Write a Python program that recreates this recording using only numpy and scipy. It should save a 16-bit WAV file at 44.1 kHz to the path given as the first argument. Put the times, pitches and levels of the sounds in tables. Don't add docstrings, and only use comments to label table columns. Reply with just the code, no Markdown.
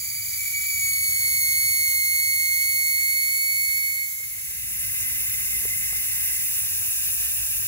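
import sys
import numpy as np
from scipy import signal
from scipy.fft import rfft, irfft
from scipy.io import wavfile

SR = 44100
rng = np.random.default_rng(int(sys.argv[2]) if len(sys.argv) > 2 else 0)


def unload_audio(sound):
    columns = np.transpose(np.atleast_2d(sound))
    steps = np.round(np.clip(columns, -1, 1) * 32767)
    wavfile.write(sys.argv[1], SR, steps.astype(np.int16))


N = 338461
EDGE_HZ = 15750
TIME = np.arange(N) / SR
BINS = np.fft.rfftfreq(N, 1 / SR)

# centre in Hz, width in Hz, boost of a partial in dB,
# breath in dB before the whistle settles, breath in dB after.
STEM = [(4680, 33, 7.5, -41.5, -60), (6790, 127, 10, -42.5, -62), (8880, 113, 8, -43, -37),
        (10970, 450, 0, -60, -44)]
# time in seconds, looseness from 0 to 1.
LOOSENESS = [(.37, 1), (.41, 0.43), (.48, .45), (.51, 0.83), (.55, 0.32), (.62, 0.4), (.72, 0.27),
             (.86, 0.16), (1.05, 0.16), (1.3, 0.1), (1.6, 0), (3.75, 0.02), (4.05, 0.17), (4.1, 0.67),
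             (4.18, 0.38), (4.4, 0.92)]
# frequency in Hz, radians by which left leads, coherence from 0 to 1, left-right in dB.
FIRST_PORTS = [(600, -1, 0.97, -0.5), (1000, 1.15, 0.7, 1), (1600, -0.05, 0.87, 0.5), (2220, 2.5, 0.47, -5),
               (2420, 3.5, 1, -4), (2927, 3, 1, -1.5), (3004, -1, 0.47, 2), (3900, 0.3, 0.33, -1),
               (4600, -1, 0.49, -5), (4870, -3.5, 0.73, -5.5), (5500, -4, 0.38, -3.5), (5760, -4.5, .1, -2),
               (5900, -6, 0.72, -4), (6700, -5, 0.39, -2), (7270, -7.8, 0.58, -1)]


def gain_of(db):
    return 10 ** (np.asarray(db) / 20)


def evened(x):
    return x / np.sqrt(np.mean(np.abs(x) ** 2) + 1e-30)


def curves(rows):
    s, *columns = np.transpose(rows)
    return [np.interp(TIME, s, column) for column in columns]


def spectra(rows):
    hz, *columns = np.transpose(rows)
    return [np.interp(np.log(BINS + 1), np.log(hz), column) for column in columns]


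def bumps(rows, hz):
    return sum(db / (1 + ((hz - centre) / width) ** 2) for centre, width, db in rows)


def ramp(start_s, end_s):
    return np.clip((TIME - start_s) / (end_s - start_s), 0, 1)


def blend(a, b, share):
    return np.sqrt(1 - share) * a + np.sqrt(share) * b


def white():
    return rfft(rng.standard_normal(N))


def wander(rate_hz):
    return evened(irfft(white() / np.sqrt(1 + (BINS / rate_hz) ** 4), N))


def fuzz(width_hz):
    return evened(wander(width_hz) + 1j * wander(width_hz))


def carrier(hz):
    return np.exp(2j * np.pi * hz * TIME)


def at_ports(tone, balance_db, lead):
    tilt = gain_of(balance_db / 2) * np.exp(.5j * lead)
    return np.array([tone * tilt, tone / tilt]).real * np.sqrt(2)


def noise_pair(colour_db, lead, coherence, balance_db):
    same, left = np.clip(coherence, 0, 1), white()
    shared = same * left * np.exp(-1j * lead)
    right = shared + np.sqrt(1 - same ** 2) * white()
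    tilt = gain_of(balance_db / 2)
    pair = np.array([left * tilt, right / tilt])
    return evened(irfft(pair * gain_of(colour_db), N))


def stereo_image(rows):
    # frequency in Hz, radians by which left leads, coherence from 0 to 1, left-right in dB.
    treble_image = [(7450, -1.5, 0.67, 0), (8073, -3, 1, 0), (8885, -3, 1, 0), (9810, -5, 0.49, 0),
                    (10280, -6, 0.81, 0), (11700, -6, 0.92, 0), (12150, -7.7, .55, 0),
                    (12980, -9.4, .99, 0), (14100, -9.4, .98, 0), (14680, -11, .55, 0),
                    (15300, -12.5, 0.89, 0)]
    return np.where(BINS < treble_image[0][0], spectra(rows), spectra(treble_image))


def outdoors(first_db, second_db, wide_db, hum_db):
    # time in seconds, level in dB.
    rumble_level = [(0, -52.5), (1.4, -49), (2.5, -54), (4.1, -56.5), (4.9, -48), (6.9, -48.5),
                    (7.67, -47.5)]
    # frequency in Hz, relative density in dB per Hz.
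    first_rumble = [(22, -12), (32, -23), (44, -4.5), (58, 0), (80, 0), (110, 1.5), (135, -2.5),
                    (165, -14.5), (200, -13.5), (260, -19.5), (350, -31.5), (560, -42), (760, -32),
                    (1000, -43), (1500, -54)]
    second_rumble = [(22, -28), (32, -26), (46, -3), (56, 1.5), (78, -4.5), (115, -0.5), (150, -6.5),
                     (200, -13.5), (310, -23.5), (360, -30), (490, -31), (600, -66), (1500, -67)]
    # frequency in Hz, radians by which left leads, coherence from 0 to 1, left-right in dB.
    wide_ports = [(50, .1, .99, 1), (100, 0.32, 1, 2), (160, 0.68, 0.81, 1), (220, 3.1, 1, 0),
                  (290, 2.8, 0.92, -1), (450, .3, 0.63, 0)]
    # frequency in Hz, level in dB before trim,
    # radians by which left leads once the rumble has spread.
    hum_rows = [(54.4, -56, .1), (103, -57, 0.54), (202.7, -66.5, 2.65), (303, -74.5, 3.1)]

    moved, spread = ramp(4.1, 4.9), ramp(5.7, 6.2)
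    first = noise_pair(*spectra(first_rumble), lead=-0.079, coherence=0.97, balance_db=0.36)
    second = noise_pair(*spectra(second_rumble), lead=0, coherence=1.0, balance_db=.2)
    wide = noise_pair(*spectra(second_rumble), *spectra(wide_ports))
    beside_second = blend(gain_of(second_db) * second, gain_of(wide_db) * wide, spread)
    rumble = blend(gain_of(first_db) * first, beside_second, moved) * gain_of(curves(rumble_level)[0])

    hum = np.zeros((2, N))
    for hz, db, lead in hum_rows:
        waver = np.exp(0.99j * wander(1.7))
        hum += at_ports(gain_of(db) * carrier(hz) * waver, 0, lead * spread)
    return rumble + gain_of(hum_db) * moved * hum


def flutter(x, depth_db, rate_hz, count=7):
    place, spectrum = BINS / EDGE_HZ * (count - 1), rfft(x)
    out = np.zeros_like(x)
    for k in range(count):
        band = irfft(spectrum * np.maximum(1 - abs(place - k), 0), N)
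        out += band * gain_of(depth_db * wander(rate_hz))
    return evened(out)


def jet(flow, colour_db, image, level_db, flutter_db, surge_db):
    hiss = flutter(noise_pair(colour_db, *image), flutter_db, rate_hz=14.0)
    return hiss * gain_of(level_db + curves(flow)[0] + surge_db * wander(3.9))


def first_jet():
    # time in seconds, level in dB.
    flow = [(0, -28.5), (0.4, -26.5), (1, -25.5), (1.5, -24), (2.1, -26), (3.9, -27)]
    # frequency in Hz, relative density in dB per Hz.
    colour = [(450, -100), (900, -95.5), (1400, -87), (1750, -89), (2080, -69), (2300, -66.5), (2480, -111),
              (2800, -80), (4300, -76.5), (5700, -77), (6200, -69.5), (7700, -65.5), (10000, -69),
              (11200, -65), (12800, -68), (14200, -68), (15200, -63), (15700, -66)]
    # centre in Hz, width in Hz, peak or dip in dB.
    ripple = [(3196, 47, -9), (3490, 104, -8), (3990, 51, -4.5), (4980, 90, -3.5), (5320, 120, 2),
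              (5680, 80, -2.5), (7000, 90, -11), (9530, 130, 3), (9900, 83, -1), (10600, 99, -2.5),
              (11400, 130, 4), (11630, 100, -3.5), (12330, 115, 7), (14270, 110, -6)]
    colour_db = spectra(colour)[0] + bumps(ripple, BINS)
    image = stereo_image(FIRST_PORTS)
    return jet(flow, colour_db, image, level_db=-1.0, flutter_db=0.86, surge_db=0.25)


def unsettled():
    return curves(LOOSENESS)[0] * (1 - ramp(0.7, 1.1))


def stem_breath():
    out, early = np.zeros((2, N)), unsettled()
    lead, _, balance_db = stereo_image(FIRST_PORTS)
    for hz, width, _, early_db, late_db in STEM:
        level_db = late_db + (early_db - late_db) * early
        tone = gain_of(level_db) * fuzz(width) * carrier(hz)
        out += at_ports(tone, np.interp(hz, BINS, balance_db), np.interp(hz, BINS, lead))
    return out


def whistle(shimmer_db, loose_shimmer_db, halo_hz, halo_growth, halo_sag_hz):
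    # time in seconds, fundamental in Hz.
    pitch_rows = [(0.0, 2315), (0.35, 2320), (0.43, 2285), (0.52, 2310), (0.58, 2270), (0.65, 2297),
                  (0.78, 2262), (0.95, 2214), (1.25, 2184), (1.5, 2174), (1.72, 2187), (1.9, 2161),
                  (2.06, 2152), (2.18, 2175), (2.53, 2163), (2.68, 2182), (2.78, 2172), (3.1, 2178),
                  (3.42, 2191), (3.9, 2185), (4.3, 2137)]
    # time in seconds, strength in dB.
    overtone_rows = [(.35, -5.5), (.7, -6), (1.05, -1), (1.5, 0), (3.35, 0), (3.95, -3), (4.06, -5),
                     (4.14, -14), (4.45, -16)]
    # relative level in dB,
    # change in dB per second as the pressure falls.
    partials = [(-1.08, 0), (-6.5, -1), (-8.5, -3), (-9.5, -1), (-4.5, -2.5), (-9, -0.9), (-13, -0.3)]
    # left-right in dB, its drift in dB per second,
    # radians by which left leads, its drift in radians per second.
    partial_ports = [(-3.6, -0.3, 0, 0), (-7, 1.6, -1.7, 0.36), (-2, .4, -0.2, -0.33), (0, 0, 2.4, 0.11),
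                     (0, 0, 0, 0), (0, 0, 3.14, 0), (0, 0, 0, 0)]
    # time in seconds, added radians by which left leads, lean to the left in dB.
    turn_rows = [(.3, 1.78, 0), (.85, 1.78, 3.5), (.94, 2.55, 3), (1.2, 2.85, .5), (1.5, 2.62, 0),
                 (1.72, 2.85, 0), (1.85, 2.5, 0), (2.15, 2.63, 0), (2.5, 2.48, -.5), (3.15, 2.85, 0),
                 (3.35, 3.17, .5), (4.1, 3, 0)]
    locked_db, loose_db = -23.5, -16.5
    breath_locked, breath_loose = .011, .72
    overtone_breath = 1.0
    jitter_hz, sway_hz, loose_sway_hz = 7.2, 2.4, 11

    loose = np.clip(curves(LOOSENESS)[0], 0, 1)
    overtones_db, pitch = curves(overtone_rows)[0], curves(pitch_rows)[0]
    turn, lean_db = curves(turn_rows)
    hz = pitch + (sway_hz + loose_sway_hz * np.sqrt(loose)) * wander(19.8)
    angle = 2 * np.pi * np.cumsum(hz + jitter_hz * wander(84.0)) / SR
    sag = carrier(-halo_sag_hz)
    boosts = [row[:3] for row in STEM]

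    out = np.zeros((2, N))
    for k, (strength, placing) in enumerate(zip(partials, partial_ports), 1):
        db, sag_db = strength
        balance_db, balance_drift, lead, lead_drift = placing
        breathy = breath_locked + breath_loose * loose ** 1.5
        breathy = breathy + (k - 1) * overtone_breath * loose + halo_growth * (k - 1) ** 2
        breathy = np.clip(breathy, 0, 1)
        halo = fuzz(halo_hz * np.sqrt(k)) * sag
        envelope = np.sqrt(1 - breathy) + np.sqrt(breathy) * halo
        level_db = db + sag_db * TIME + (k > 1) * overtones_db + bumps(boosts, k * hz)
        tone = gain_of(level_db) * envelope * np.exp(1j * k * angle)
        balance = balance_db + balance_drift * TIME + (k == 1) * lean_db
        out += at_ports(tone, balance, lead + lead_drift * TIME + (k == 1) * turn)
    shimmer = (shimmer_db + loose_shimmer_db * loose) * wander(29)
    return out * gain_of(locked_db + loose_db * loose + shimmer)


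def knocks(tick_s, tick_hz):
    # start in seconds, pop level in dB, pitch in Hz, length in seconds,
    # lag of the right side in seconds, peak of the contact tick in dB.
    knock_rows = [(.1426, -53.5, 450, .005, -.0002, -58), (1.2772, -42, 570, .004, -.0002, -43),
                  (1.908, -52, 510, .0045, -.0002, -55), (2.6572, -51.5, 520, .0045, -.0002, -52),
                  (3.1593, -51, 520, .0042, -.0002, -46), (3.9498, -51, 470, .005, -.0002, -56),
                  (4.1998, -49.5, 520, .0065, -.0002, -58), (5.651, -30.5, 460, .006, .0025, -42),
                  (5.9278, -46, 680, .003, -.0002, -36.5)]
    out, t = np.zeros((2, N)), np.arange(SR // 10) / SR
    band = signal.butter(2, [tick_hz / 2, tick_hz * 2], "band", fs=SR, output="sos")
    for s, db, hz, length, lag, tick_db in knock_rows:
        scuff = (t / tick_s) ** 2 * np.exp(-t / tick_s) * rng.standard_normal(len(t))
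        tick = signal.sosfilt(band, scuff)
        tick = tick / abs(tick).max()
        age = np.clip(t - np.maximum([[-lag], [lag]], 0), 0, length)
        pop = np.sin(np.pi * age / length) * np.sin(2 * np.pi * hz * age)
        out[:, round(s * SR):][:, :len(t)] += gain_of(db) * pop + gain_of(tick_db) * tick
    return out


def second_jet():
    # time in seconds, level in dB.
    flow = [(4.9, -24.5), (6.7, -23.5), (7.67, -24)]
    # frequency in Hz, relative density in dB per Hz.
    colour = [(600, -94), (780, -89), (1000, -88), (1400, -84.5), (1600, -76), (2050, -72.5), (2700, -68),
              (3000, -74.5), (3400, -77), (3750, -73.5), (4700, -77.5), (5500, -71), (7700, -67.5),
              (9300, -63.5), (11200, -65), (13300, -61), (15500, -63.5)]
    # centre in Hz, width in Hz, peak or dip in dB.
    ripple = [(1420, 60, -5), (2180, 42, -11), (2380, 120, 1), (3550, 250, 1), (4020, 65, -14),
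              (7720, 130, 3), (10000, 200, 4), (12420, 150, 3), (14320, 90, -6)]
    # frequency in Hz, radians by which left leads, coherence from 0 to 1, left-right in dB.
    second_ports = [(700, 0, 0.78, 0), (1470, 0.4, 0.73, .5), (1770, 1.7, 0.92, -3), (2160, 2.5, 0.79, 1.5),
                    (2890, 2, 0.79, 0), (2960, 3, 1, 1), (3550, 3, 1, 0.5), (3600, 3.5, 0.62, -2.5),
                    (4080, 3, 0.76, 0.5), (5160, 3.5, 0.58, -5.5), (5850, 3.5, 0.7, -3),
                    (5960, 1.5, .35, 1.5), (6730, 4.5, 0.71, 0), (7400, 4.3, .7, 0)]
    colour_db = spectra(colour)[0] + bumps(ripple, BINS)
    image = stereo_image(second_ports)
    return jet(flow, colour_db, image, level_db=0, flutter_db=1.04, surge_db=0.24)


def edge_tone(core_hz, core_width_hz, breath_hz, breath_width_hz):
    # time in seconds, core in dB, breath in dB, radians by which left leads.
    tone_rows = [(4.7, -52, -42, 2.2), (5.1, -43, -40.5, 2.36), (5.55, -37.5, -40.5, 2.5),
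                 (5.95, -39.5, -41, 2.23), (6.4, -50, -41.5, 1.8), (6.6, -56, -52, 1.8),
                 (7.67, -75, -70, 2)]
    core_db, breath_db, lead = curves(tone_rows)
    core = gain_of(core_db) * fuzz(core_width_hz) * carrier(core_hz)
    breath = gain_of(breath_db) * fuzz(breath_width_hz) * carrier(breath_hz)
    return at_ports(core + breath, balance_db=-1.0, lead=lead)


def crossfade(first, second, out_power, in_power):
    fade_out, fade_in = 1 - ramp(3.76, 4.98), ramp(3.96, 5.02)
    return first * fade_out ** out_power + second * fade_in ** in_power


def scene():
    surroundings = outdoors(first_db=-0.5, second_db=-0.5, wide_db=-2.0, hum_db=1.5)
    first = first_jet() + stem_breath()
    first += whistle(shimmer_db=0.36, loose_shimmer_db=1.0, halo_hz=56, halo_growth=0.0064, halo_sag_hz=20)
    handling = knocks(tick_s=0.00095, tick_hz=1110)
    second = second_jet()
    second += edge_tone(core_hz=2090, core_width_hz=25, breath_hz=2050, breath_width_hz=96)
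    valves = crossfade(first, second, out_power=0.96, in_power=1.15)
    return valves + surroundings + handling


def record(dry):
    low_pass = signal.firwin(511, EDGE_HZ, window=("kaiser", 9), fs=SR)
    return signal.oaconvolve(dry, low_pass[None], "same")


dry = scene()
out = record(dry)
unload_audio(out)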